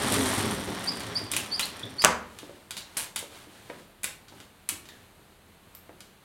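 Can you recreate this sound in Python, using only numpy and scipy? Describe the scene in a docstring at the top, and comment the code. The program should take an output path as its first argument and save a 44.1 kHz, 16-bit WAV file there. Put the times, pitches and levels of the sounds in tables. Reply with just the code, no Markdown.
"""A sliding window pushed open

In a small room a sash scrapes up its track by sliding friction, its pulley humming and squeaking as it
slows. It bangs against the stop, and the impact excites the modes of frame and pane. The latch clicks
and creaks by stick-slip, while hands rub and softly knock the frame. An evening town murmurs outside."""
import sys
import numpy as np
from scipy import signal
from scipy.fft import rfft, irfft
from scipy.io import wavfile

SR = 44100
rng = np.random.default_rng(int(sys.argv[2]) if len(sys.argv) > 2 else 0)


def wav_out(sig):
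    """Save sig, one row per channel (or a flat mono array), as 16-bit PCM at SR to the path in sys.argv[1]."""
    wavfile.write(sys.argv[1], SR, np.round(np.clip(np.atleast_2d(sig).T, -1, 1) * 32767).astype(np.int16))


N = 275178
TIME = np.arange(N) / SR
STOP_S = 2.04   # the sash reaches its stop

# Sash speed, one shove and a long coast: time_s, speed_db (relative to the fastest)
SASH_SPEED = [(0, -2.5), (.13, 0), (.44, -2.5), (.64, -10), (.78, -9), (1.17, -13), (1.29, -16.5),
              (1.45, -15.5), (1.95, -19), (2.04, -20)]
# The sash catching in its track: start_s, pane_db, judder_db
CATCHES = [(0.103, -24.5, -28), (0.196, -47, -37), (0.364, -24, -35), (.425, -52, -33), (0.564, -41, -35.5),
           (0.667, -61, -33.5), (1.06, -41, -43), (1.219, -37, -45), (1.828, -63, -40.5)]
# Impacts on the stop: start_s, thump_db, crack_db
STOP_IMPACTS = [(2.0396, 4.5, -3.5), (2.047, 8.5, 15.5), (2.055, 7.5, -9)]
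# Low modes of the whole sash: pitch_hz, level_db, t60_s
SASH_MODES = [(62, -43.5, 0.97), (84, -40.5, 0.88), (235, -37.5, 0.77)]
# Modes of frame and pane: pitch_hz, level_db, t60_s
FRAME_MODES = [(110.9, -18.5, 0.44), (241.8, -0.5, 0.388), (282.5, -12.5, 1), (430, -25, 0.33),
               (495, -9.5, 0.21), (571, 8.5, 0.28), (741, -13, .16), (935, -4, 0.35), (965, 3.5, 0.4),
               (1038, -5, .2), (1136, -11, 0.23), (1240, 3.5, 0.3), (1480, -4.5, .18), (1570, -2.5, 0.19),
               (1540, -4, .18), (1960, -6.5, 0.18), (2006, -11.5, .18), (2237, -11, 0.16),
               (2525, -12.5, .2)]
# Hum of the pulley wheel: time_s, pitch_hz, level_db
PULLEY_HUM = [(0, 286.8, -46), (.13, 271.5, -30), (.24, 266.7, -25.5), (.36, 240.3, -40.5),
              (.48, 210.9, -29.5), (.56, 195, -41), (.85, 182.6, -42.5), (1.2, 170, -58)]
# Squeaks of its axle: start_s, length_s, start_hz, end_hz, level_db, overtone_db
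AXLE_SQUEAKS = [(0.872, 0.026, 4550, 4915, -22.5, -31), (1.153, 0.027, 4540, 4890, -22.5, -23),
                (1.514, 0.051, 4480, 4800, -25.5, -22), (1.622, 0.023, 3980, 4240, -27, -32),
                (1.831, .0099, 3370, 3580, -30.5, -32), (1.983, 0.04, 4464, 4950, -25.5, -22)]
# Clicks of latch and fittings; the one at 3.19 s is a wall echo of the click before it:
# start_s, snap_db, body_db, chatter_s, resonance_hz
LATCH_CLICKS = [(.1222, -3.5, -14, 0.00069, 3500), (0.14, -3, -9, .00088, 4000),
                (1.0039, -18, -15.5, .0013, 4000), (1.3148, -2.5, -10.5, 0.0027, 3650),
                (1.334, -22, -6, 0.0045, 2560), (1.3642, -1, -4, .002, 2600),
                (1.5934, -6.5, -2, 0.0035, 2850), (1.6075, -6.5, -38, 0.0025, 2620),
                (1.654, -12, -19, .0022, 4120), (1.794, -22.5, -24.5, 0.00059, 3530),
                (2.019, -10.5, -6, 0.0019, 4600), (2.387, -22, -19.5, 0.00091, 3280),
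                (2.7068, -14, -13, 0.0025, 3800), (2.766, -22, -13, 0.0036, 4140),
                (2.774, -16.5, -16, 0.0096, 4140), (3.1589, -5, -7, .0044, 3220),
                (3.1897, -11, -31, 0.0031, 3800), (4.032, -9.5, -17, 0.0029, 2100),
                (4.041, -3, -9, 0.0025, 2010), (4.281, -39, -27, 0.0043, 4300),
                (4.401, -34.5, -25, 0.0019, 2150), (4.6887, 0, -8.5, 0.0025, 2450),
                (4.853, -42, -28, .005, 3500), (4.887, -45, -25.5, .0015, 4170),
                (6.0049, -25.5, -23.5, 0.00089, 4140)]
# Soft knocks on the frame: time_s, level_db, cutoff_hz, cavity_hz
KNOCKS = [(1.214, -3.5, 650, 556), (1.334, -9, 1600, 1010), (2.429, -10.5, 900, 270),
          (2.4935, -9.5, 746, 530), (3.226, -8.5, 663, 540), (3.467, -17.5, 600, 298),
          (3.6989, -6, 2050, 590), (4.322, -18, 1100, 860), (4.72, -14, 500, 300), (5.8924, -13, 1130, 716)]
# Small metal parts that ring on: start_s, pitch_hz, level_db, t60_s
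METAL_RINGS = [(2.768, 4100, -46, 0.16), (4.888, 1756, -48, 0.14), (4.888, 3630, -51.5, 0.09),
               (5.7495, 13130, -42, 0.033)]
# Hand strokes on the frame: start_s, length_s, rub_db, rumble_db
HAND_STROKES = [(2.148, 0.58, -55, -58), (2.826, 0.28, -53.5, -63.5), (3.276, 0.2, -49, -58),
                (3.412, 0.32, -54, -59.5), (3.645, 0.24, -54, -60), (4.29, 0.21, -55.5, -54.5),
                (4.714, 0.47, -60.5, -62)]
# Thin electrical whine: pitch_hz, level_db
WHINE_TONES = [(6385, -88), (8516, -80), (12785, -88)]
# Reverberation time of the room: frequency_hz, t60_s
ROOM_T60 = [(100, 0.72), (300, 0.585), (700, 0.48), (2000, 0.32), (5000, 0.36), (10000, 0.25),
            (16000, 0.32)]

# Spectral envelopes: frequency_hz, density_db (relative)
RUMBLE_SPECTRUM = [(29, -58), (50, -13.5), (96, -2.5), (113, 2.5), (145, -9), (204, -3.5), (264, -2),
                   (307, -4), (360, -8.5), (397, -1), (486, -14), (542, -7), (650, -20), (840, -39.5),
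                   (1430, -120)]   # frame shaken by friction
SCRAPE_SPECTRUM = [(290, -29), (500, -7), (660, -4), (980, -2.5), (1540, -6.5), (1860, -5), (2700, -11.5),
                   (3300, -7.5), (4400, -12), (5100, -15.5), (5650, -12), (6500, -22), (9000, -34)]   # rasp of the track
GRIT_SPECTRUM = [(3000, -32), (6000, -11), (7500, -4), (9000, -0.5), (11500, -9.5), (13500, -14),
                 (16000, -38)]   # fine grit
THUMP_SPECTRUM = [(35, -22), (58, -17), (85, -8), (140, -4.5), (230, -2), (330, -5), (480, 2), (780, -3),
                  (1020, 1.5), (1600, -0.5), (2800, -8), (5000, -18.5), (12000, -35)]   # weight of the bang
CRACK_SPECTRUM = [(700, -25), (2500, 3), (4200, -4), (6500, 3.5), (8500, 1.5), (11000, -5.5), (16000, -28)]   # sharp edge of the bang
SNAP_SPECTRUM = [(2000, -21), (5000, -14), (7200, -5), (8500, 2), (11200, -1.5), (13000, -9.5),
                 (16000, -26.5)]   # bright edge of a click
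BODY_SPECTRUM = [(100, -7.5), (350, -8.5), (1200, -4.5), (1800, -2.5), (2500, -1), (4000, -3), (5200, -6),
                 (7000, -5.5), (12000, -17)]   # lower rattle of a click
KNOCK_SPECTRUM = [(50, -25.5), (140, -8.5), (330, 2), (480, -2), (650, -3.5), (1000, -4.5), (1800, -3),
                  (4000, -7.5), (9000, -8)]   # softly struck frame
RUB_SPECTRUM = [(300, -10.5), (700, 1), (1500, -1), (4000, -3.5), (5500, -10.5), (9500, -9), (15000, -20)]   # skin on the frame
TOWN_SPECTRUM = [(20, -24), (40, -2.5), (60, -12.5), (85, -2), (120, -8), (205, -5), (260, -11.5),
                 (370, -9.5), (520, -13), (1000, -14.5), (2400, -19), (4200, -21.5), (5300, -30),
                 (9000, -26.5), (13000, -28), (16000, -35)]   # distant town


def sliding():
    """Sliding friction: dense slips rumble and rasp, grit crackles, and all weaken as the sash slows."""
    speed_db, = in_time(SASH_SPEED)
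    speed_db -= 60 * np.clip((TIME - STOP_S) / 0.05, 0, 2)
    rumble = from_db(-31.5 + speed_db + 1.5 * drift(34.47)) * colour(grains(2500, 1.3), RUMBLE_SPECTRUM)
    scrape_db = -29.5 + 0.96 * speed_db + 0.63 * drift(59.7)
    scrape = from_db(scrape_db) * colour(grains(5000, 3.7), SCRAPE_SPECTRUM)
    grit_db = -36.5 + 1.62 * speed_db + 1.2 * drift(23)
    grit = from_db(grit_db) * colour(grains(800, 2.4), GRIT_SPECTRUM)
    # coarse specks crushed in the track
    specks = from_db(-40 + speed_db) * (TIME < STOP_S) * convolve(grains(45, 1.4), burst(0.0013))
    ticks = colour(specks, SNAP_SPECTRUM) + from_db(-8.5) * colour(specks, BODY_SPECTRUM)
    return rumble + scrape + room(grit + ticks, wet_db=-4.5)


def catches(pane_hz=109, swell_s=0.0124, judder_s=0.013):
    """Transient excitation: at each catch the pane's lowest mode swells and dies and the frame judders."""
    pane, judder = np.zeros((2, N))
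    t = TIME[:SR]
    shudder = (t / swell_s) ** 2 * np.exp(-t / swell_s) * np.sin(2 * np.pi * pane_hz * t)
    jolt = (t / judder_s / 2) ** 2 * np.exp(2 - t / judder_s)
    for start_s, pane_db, judder_db in CATCHES:
        add(pane, start_s, from_db(pane_db) * shudder)
        add(judder, start_s, from_db(judder_db) * jolt)
    return pane + judder * colour(grains(2500, 2.3), RUMBLE_SPECTRUM)


def bang(buzz_decay_s=0.076):
    """Impact and rebound: the sash slams into its stop, its modes boom and the pane buzzes in its seat."""
    thumps, cracks, buzz, boom = np.zeros((4, N))
    for start_s, thump_db, crack_db in STOP_IMPACTS:
        add(thumps, start_s, from_db(thump_db) * burst(0.0028))
        add(cracks, start_s, from_db(crack_db) * burst(0.0012))
        rattle = rng.standard_normal(SR) * np.exp(-TIME[:SR] / buzz_decay_s)
        add(buzz, start_s, from_db(thump_db - 3) * unit_energy(rattle))
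    for mode in SASH_MODES:
        add(boom, STOP_S, damped_mode(*mode, length_s=2))
    thud = colour(thumps + from_db(-3) * resonance(thumps, hz=1020, width_hz=260), THUMP_SPECTRUM)
    pane = colour(resonance(buzz, hz=1057, width_hz=1900), THUMP_SPECTRUM)
    body = room(thud, wet_db=-4) + frame_ring(thud, ring_db=-23.5) + pane + boom
    return body + room(colour(cracks, CRACK_SPECTRUM), wet_db=-13)


def pulley_hum(fade_db_per_s=150):
    """Rotation sets pitch: two partials a fifth apart fall as the wheel slows, then fade away."""
    pitch_hz, level_db = in_time(PULLEY_HUM)
    level_db -= fade_db_per_s * np.clip(TIME - PULLEY_HUM[-1][0], 0, 1)
    hum = np.zeros(N)
    for ratio, partial_db in [(1, 0), (1.5, -7)]:
        phase = phase_of(ratio * pitch_hz * (1 + 0.024 * drift(49.8)))
        hum += from_db(level_db + partial_db + 2 * drift(44)) * np.sin(phase)
    return hum


def axle_squeaks(stutter_hz=242, stutter_depth=0.98):
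    """Friction-driven oscillation: each squeak of the dry axle glides up and breaks into a stutter."""
    squeaks, waver, grip = np.zeros(N), drift(320), drift(500)
    for start_s, length_s, start_hz, end_hz, level_db, overtone_db in AXLE_SQUEAKS:
        progress = np.linspace(0, 1, round(length_s * SR))
        span = round(start_s * SR) + np.arange(len(progress))
        loose = 1 / (1 + np.exp((0.52 - progress) / 0.12))   # rises from 0 to 1 around midway
        stutter = stutter_depth * loose * np.sin(phase_of(stutter_hz * (1 + 0.3 * grip[span])))
        glide_hz = start_hz + (end_hz - start_hz) * loose
        phase = phase_of(glide_hz * (1 + 0.014 * loose * waver[span] + 0.013 * stutter))
        overtones = np.sin(2 * phase) + from_db(-19) * np.sin(3 * phase)
        tone = np.sin(phase) + from_db(overtone_db) * overtones
        envelope = (1 + stutter) * np.abs(np.sin(np.pi * progress)) ** 0.5
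        add(squeaks, start_s, from_db(level_db) * envelope * tone)
    return room(squeaks, wet_db=-5.5)


def latch_clicks():
    """Hard metal contact: a bright snap and a longer rattle at the part's resonance; one is a wall echo."""
    snaps, bodies = np.zeros((2, N))
    for start_s, snap_db, body_db, chatter_s, resonance_hz in LATCH_CLICKS:
        add(snaps, start_s, from_db(snap_db) * contact(0.77 * chatter_s))
        rattle = contact(1.2 * chatter_s)
        ring = from_db(-2) * resonance(rattle, resonance_hz, width_hz=1100)
        add(bodies, start_s, from_db(body_db) * (rattle + ring))
    return room(colour(snaps, SNAP_SPECTRUM), wet_db=-2) + room(colour(bodies, BODY_SPECTRUM), wet_db=1)


def latch_creak(start_s=2.9715, slip_count=14, gap_range_s=(0.002, 0.0078), range_db=(-6.5, -18.5)):
    """Stick-slip: the latch breaks free with a rattle, then moves in sharp slips that slow and fade."""
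    slips, release = np.zeros((2, N))
    add(release, start_s - 0.0039, from_db(-7) * contact(0.0026))
    slip_s = start_s
    for progress in np.linspace(0, 1, slip_count):
        add(slips, slip_s, from_db([np.interp(progress, [0, 1], range_db)]))
        slip_s += np.interp(np.sqrt(progress), [0, 1], gap_range_s)
    rattle = room(colour(release, BODY_SPECTRUM), wet_db=-0.5)
    body = from_db(-8.5) * room(colour(slips, BODY_SPECTRUM), wet_db=3.5)
    return rattle + body + room(colour(slips, SNAP_SPECTRUM), wet_db=-5.5)


def knocks():
    """Compliant contact: the softer the blow, the less treble; the hollow frame adds cavity resonance."""
    blows = np.zeros(N)
    for time_s, level_db, cutoff_hz, cavity_hz in KNOCKS:
        softness = signal.butter(2, cutoff_hz, fs=SR, output="sos")
        push = signal.sosfilt(softness, contact(0.0022, touch_db=-13.5, lead_s=0.0034, bounce_db=-9.5))
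        cavity = from_db(2.5) * resonance(push, cavity_hz, width_hz=130)
        add(blows, time_s - 0.003, from_db(level_db) * (push + cavity))
    thud = colour(blows, KNOCK_SPECTRUM)
    return room(thud, wet_db=-2) + frame_ring(thud, ring_db=-19)


def metal_rings():
    """Narrow resonance: a tiny tick sets a small metal part buzzing around its natural frequency."""
    out = np.zeros(N)
    for start_s, pitch_hz, level_db, t60_s in METAL_RINGS:
        buzz = rng.standard_normal(SR)
        for _ in range(2):
            buzz = resonance(buzz, pitch_hz, width_hz=0.08 * pitch_hz)
        add(out, start_s, from_db(level_db - 60 * TIME[:SR] / t60_s) * unit_rms(buzz))
        tick = burst(0.0012)
        ping = from_db(3.5) * resonance(tick, pitch_hz, width_hz=730)
        add(out, start_s, from_db(level_db + 18) * (tick + ping))
    return room(out, wet_db=0)


def hand_rubs():
    """Skin friction: each stroke swells and fades as a faint surface rub and a rumble in the frame."""
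    rub_gain, rumble_gain = np.zeros((2, N))
    for start_s, length_s, rub_db, rumble_db in HAND_STROKES:
        stroke = np.sin(np.linspace(0, np.pi, round(length_s * SR)))
        add(rub_gain, start_s, from_db(rub_db) * stroke)
        add(rumble_gain, start_s, from_db(rumble_db) * stroke)
    rumble = rumble_gain * colour(grains(1500, 1.6), RUMBLE_SPECTRUM)
    return rumble + rub_gain * from_db(0.48 * drift(30)) * colour(grains(4000, 0.98), RUB_SPECTRUM)


def evening_town():
    """Ambient noise: the broadband murmur of a distant town, with a thin, wavering electrical whine."""
    whine = np.zeros(N)
    for pitch_hz, level_db in WHINE_TONES:
        whine += from_db(level_db + 4.3 * drift(4.8)) * np.sin(phase_of(pitch_hz + 25 * drift(120)))
    return from_db(-56 + 0.5 * drift(15)) * colour(rng.standard_normal(N), TOWN_SPECTRUM) + whine


def frame_ring(x, ring_db):
    """Modal superposition: frame and pane answer a blow with a sum of decaying sinusoids."""
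    modes = sum(damped_mode(*mode) * rng.choice([-1, 1]) for mode in FRAME_MODES)
    return from_db(ring_db) * convolve(x, unit_energy(modes))


def room(x, wet_db, onset_s=0.00029):
    """Reverberation: direct sound plus diffuse reflections whose treble dies before the bass."""
    t, tail = TIME[:SR], np.zeros(SR)
    edges_hz = np.geomspace(40, 19000, 15)
    for low, high in zip(edges_hz, edges_hz[1:]):
        bandpass = signal.butter(2, [low, high], "band", fs=SR, output="sos")
        band = signal.sosfilt(bandpass, rng.standard_normal(SR))
        tail += band * from_db(-60 * t / at_hz(ROOM_T60, np.sqrt(low * high)))
    fade_in = np.clip(t / onset_s - 1, 0, 1)
    return x + from_db(wet_db) * convolve(x, unit_energy(tail * fade_in))


def contact(chatter_s, touch_db=-10, lead_s=0.0009, bounce_db=-7):
    """Rebound: a loose part touches lightly, seats and bounces once."""
    out = np.zeros(SR // 8)
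    add(out, 0, from_db(touch_db) * burst(chatter_s))
    add(out, lead_s, burst(chatter_s))
    add(out, lead_s + chatter_s * rng.uniform(1.5, 3.2), from_db(bounce_db) * burst(chatter_s))
    return unit_energy(out)


def burst(decay_s, size=2048):
    """Broadband excitation: the micro-impacts of one contact build up and die away."""
    age = TIME[:size] / decay_s
    envelope = np.exp(-age) * (1 - np.exp(-5 * age))
    spectrum = rfft(rng.standard_normal(size) * envelope)
    whitened = irfft(np.exp(1j * np.angle(spectrum)))
    return unit_energy(whitened * np.sqrt(envelope))


def grains(per_s, spread_db):
    """Shot noise: friction slips of uneven size at random instants."""
    sizes = from_db(spread_db * np.minimum(rng.exponential(1, N), 4)) * rng.choice([-1, 1], N)
    return unit_rms(sizes * (rng.random(N) < per_s / SR))


def damped_mode(pitch_hz, level_db, t60_s, length_s=1):
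    """Free vibration: a sinusoid that loses 60 dB in t60_s."""
    t = TIME[:length_s * SR]
    return from_db(level_db - 60 * t / t60_s) * np.sin(2 * np.pi * pitch_hz * t)


def resonance(x, hz, width_hz):
    """Second-order resonator with unit gain at its peak."""
    return signal.lfilter(*signal.iirpeak(hz, hz / width_hz, fs=SR), x)


def colour(x, spectrum, size=8192):
    """Minimum-phase filtering: causal spectral shaping that keeps the power of white noise."""
    bins_hz = np.arange(size // 2 + 1) * SR / size
    cepstrum = irfft(np.log(from_db(at_hz(spectrum, bins_hz))))
    cepstrum[1:size // 2] *= 2
    cepstrum[size // 2 + 1:] = 0
    return convolve(x, unit_energy(irfft(np.exp(rfft(cepstrum)))))


def drift(per_s):
    """Random modulation: straight lines between per_s random values a second."""
    return unit_rms(np.interp(TIME * per_s, np.arange(4096), rng.standard_normal(4096)))


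def phase_of(hz):
    """Phase is the time integral of frequency."""
    return 2 * np.pi * np.cumsum(hz) / SR


def in_time(rows):
    """Linear interpolation of each column at every sample."""
    times_s, *columns = np.transpose(rows)
    return [np.interp(TIME, times_s, column) for column in columns]


def at_hz(points, hz):
    """Interpolation on a log-frequency axis."""
    points_hz, values = np.transpose(points)
    return np.interp(np.log(np.maximum(hz, 1)), np.log(points_hz), values)


def add(track, start_s, sound):
    """Superposition of a sound on a track."""
    place = track[round(start_s * SR):][:len(sound)]
    place += sound[:len(place)]


def convolve(x, response):
    return signal.fftconvolve(x, response)[:N]


def from_db(db):
    return 10 ** (np.asarray(db) / 20)


def unit_rms(x):
    return x / np.sqrt(np.mean(x ** 2) + 1e-20)


def unit_energy(x):
    return x / np.sqrt(np.sum(x ** 2) + 1e-20)


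def scene():
    """Superposition: all sources sum in one channel, heard from just inside the window."""
    travel = sliding() + catches() + pulley_hum() + axle_squeaks()
    handling = hand_rubs() + latch_clicks() + latch_creak() + metal_rings()
    return (travel + handling + bang() + knocks() + evening_town())[None]


def record(dry, cutoff_hz=15900):
    """Clipping and band limiting: the peaks of the bang flatten and the highest treble is cut."""
    lowpass = signal.ellip(10, 0.2, 85, cutoff_hz, fs=SR, output="sos")
    return signal.sosfilt(lowpass, np.clip(dry, -1, 1))


dry = scene()
out = record(dry)
wav_out(out)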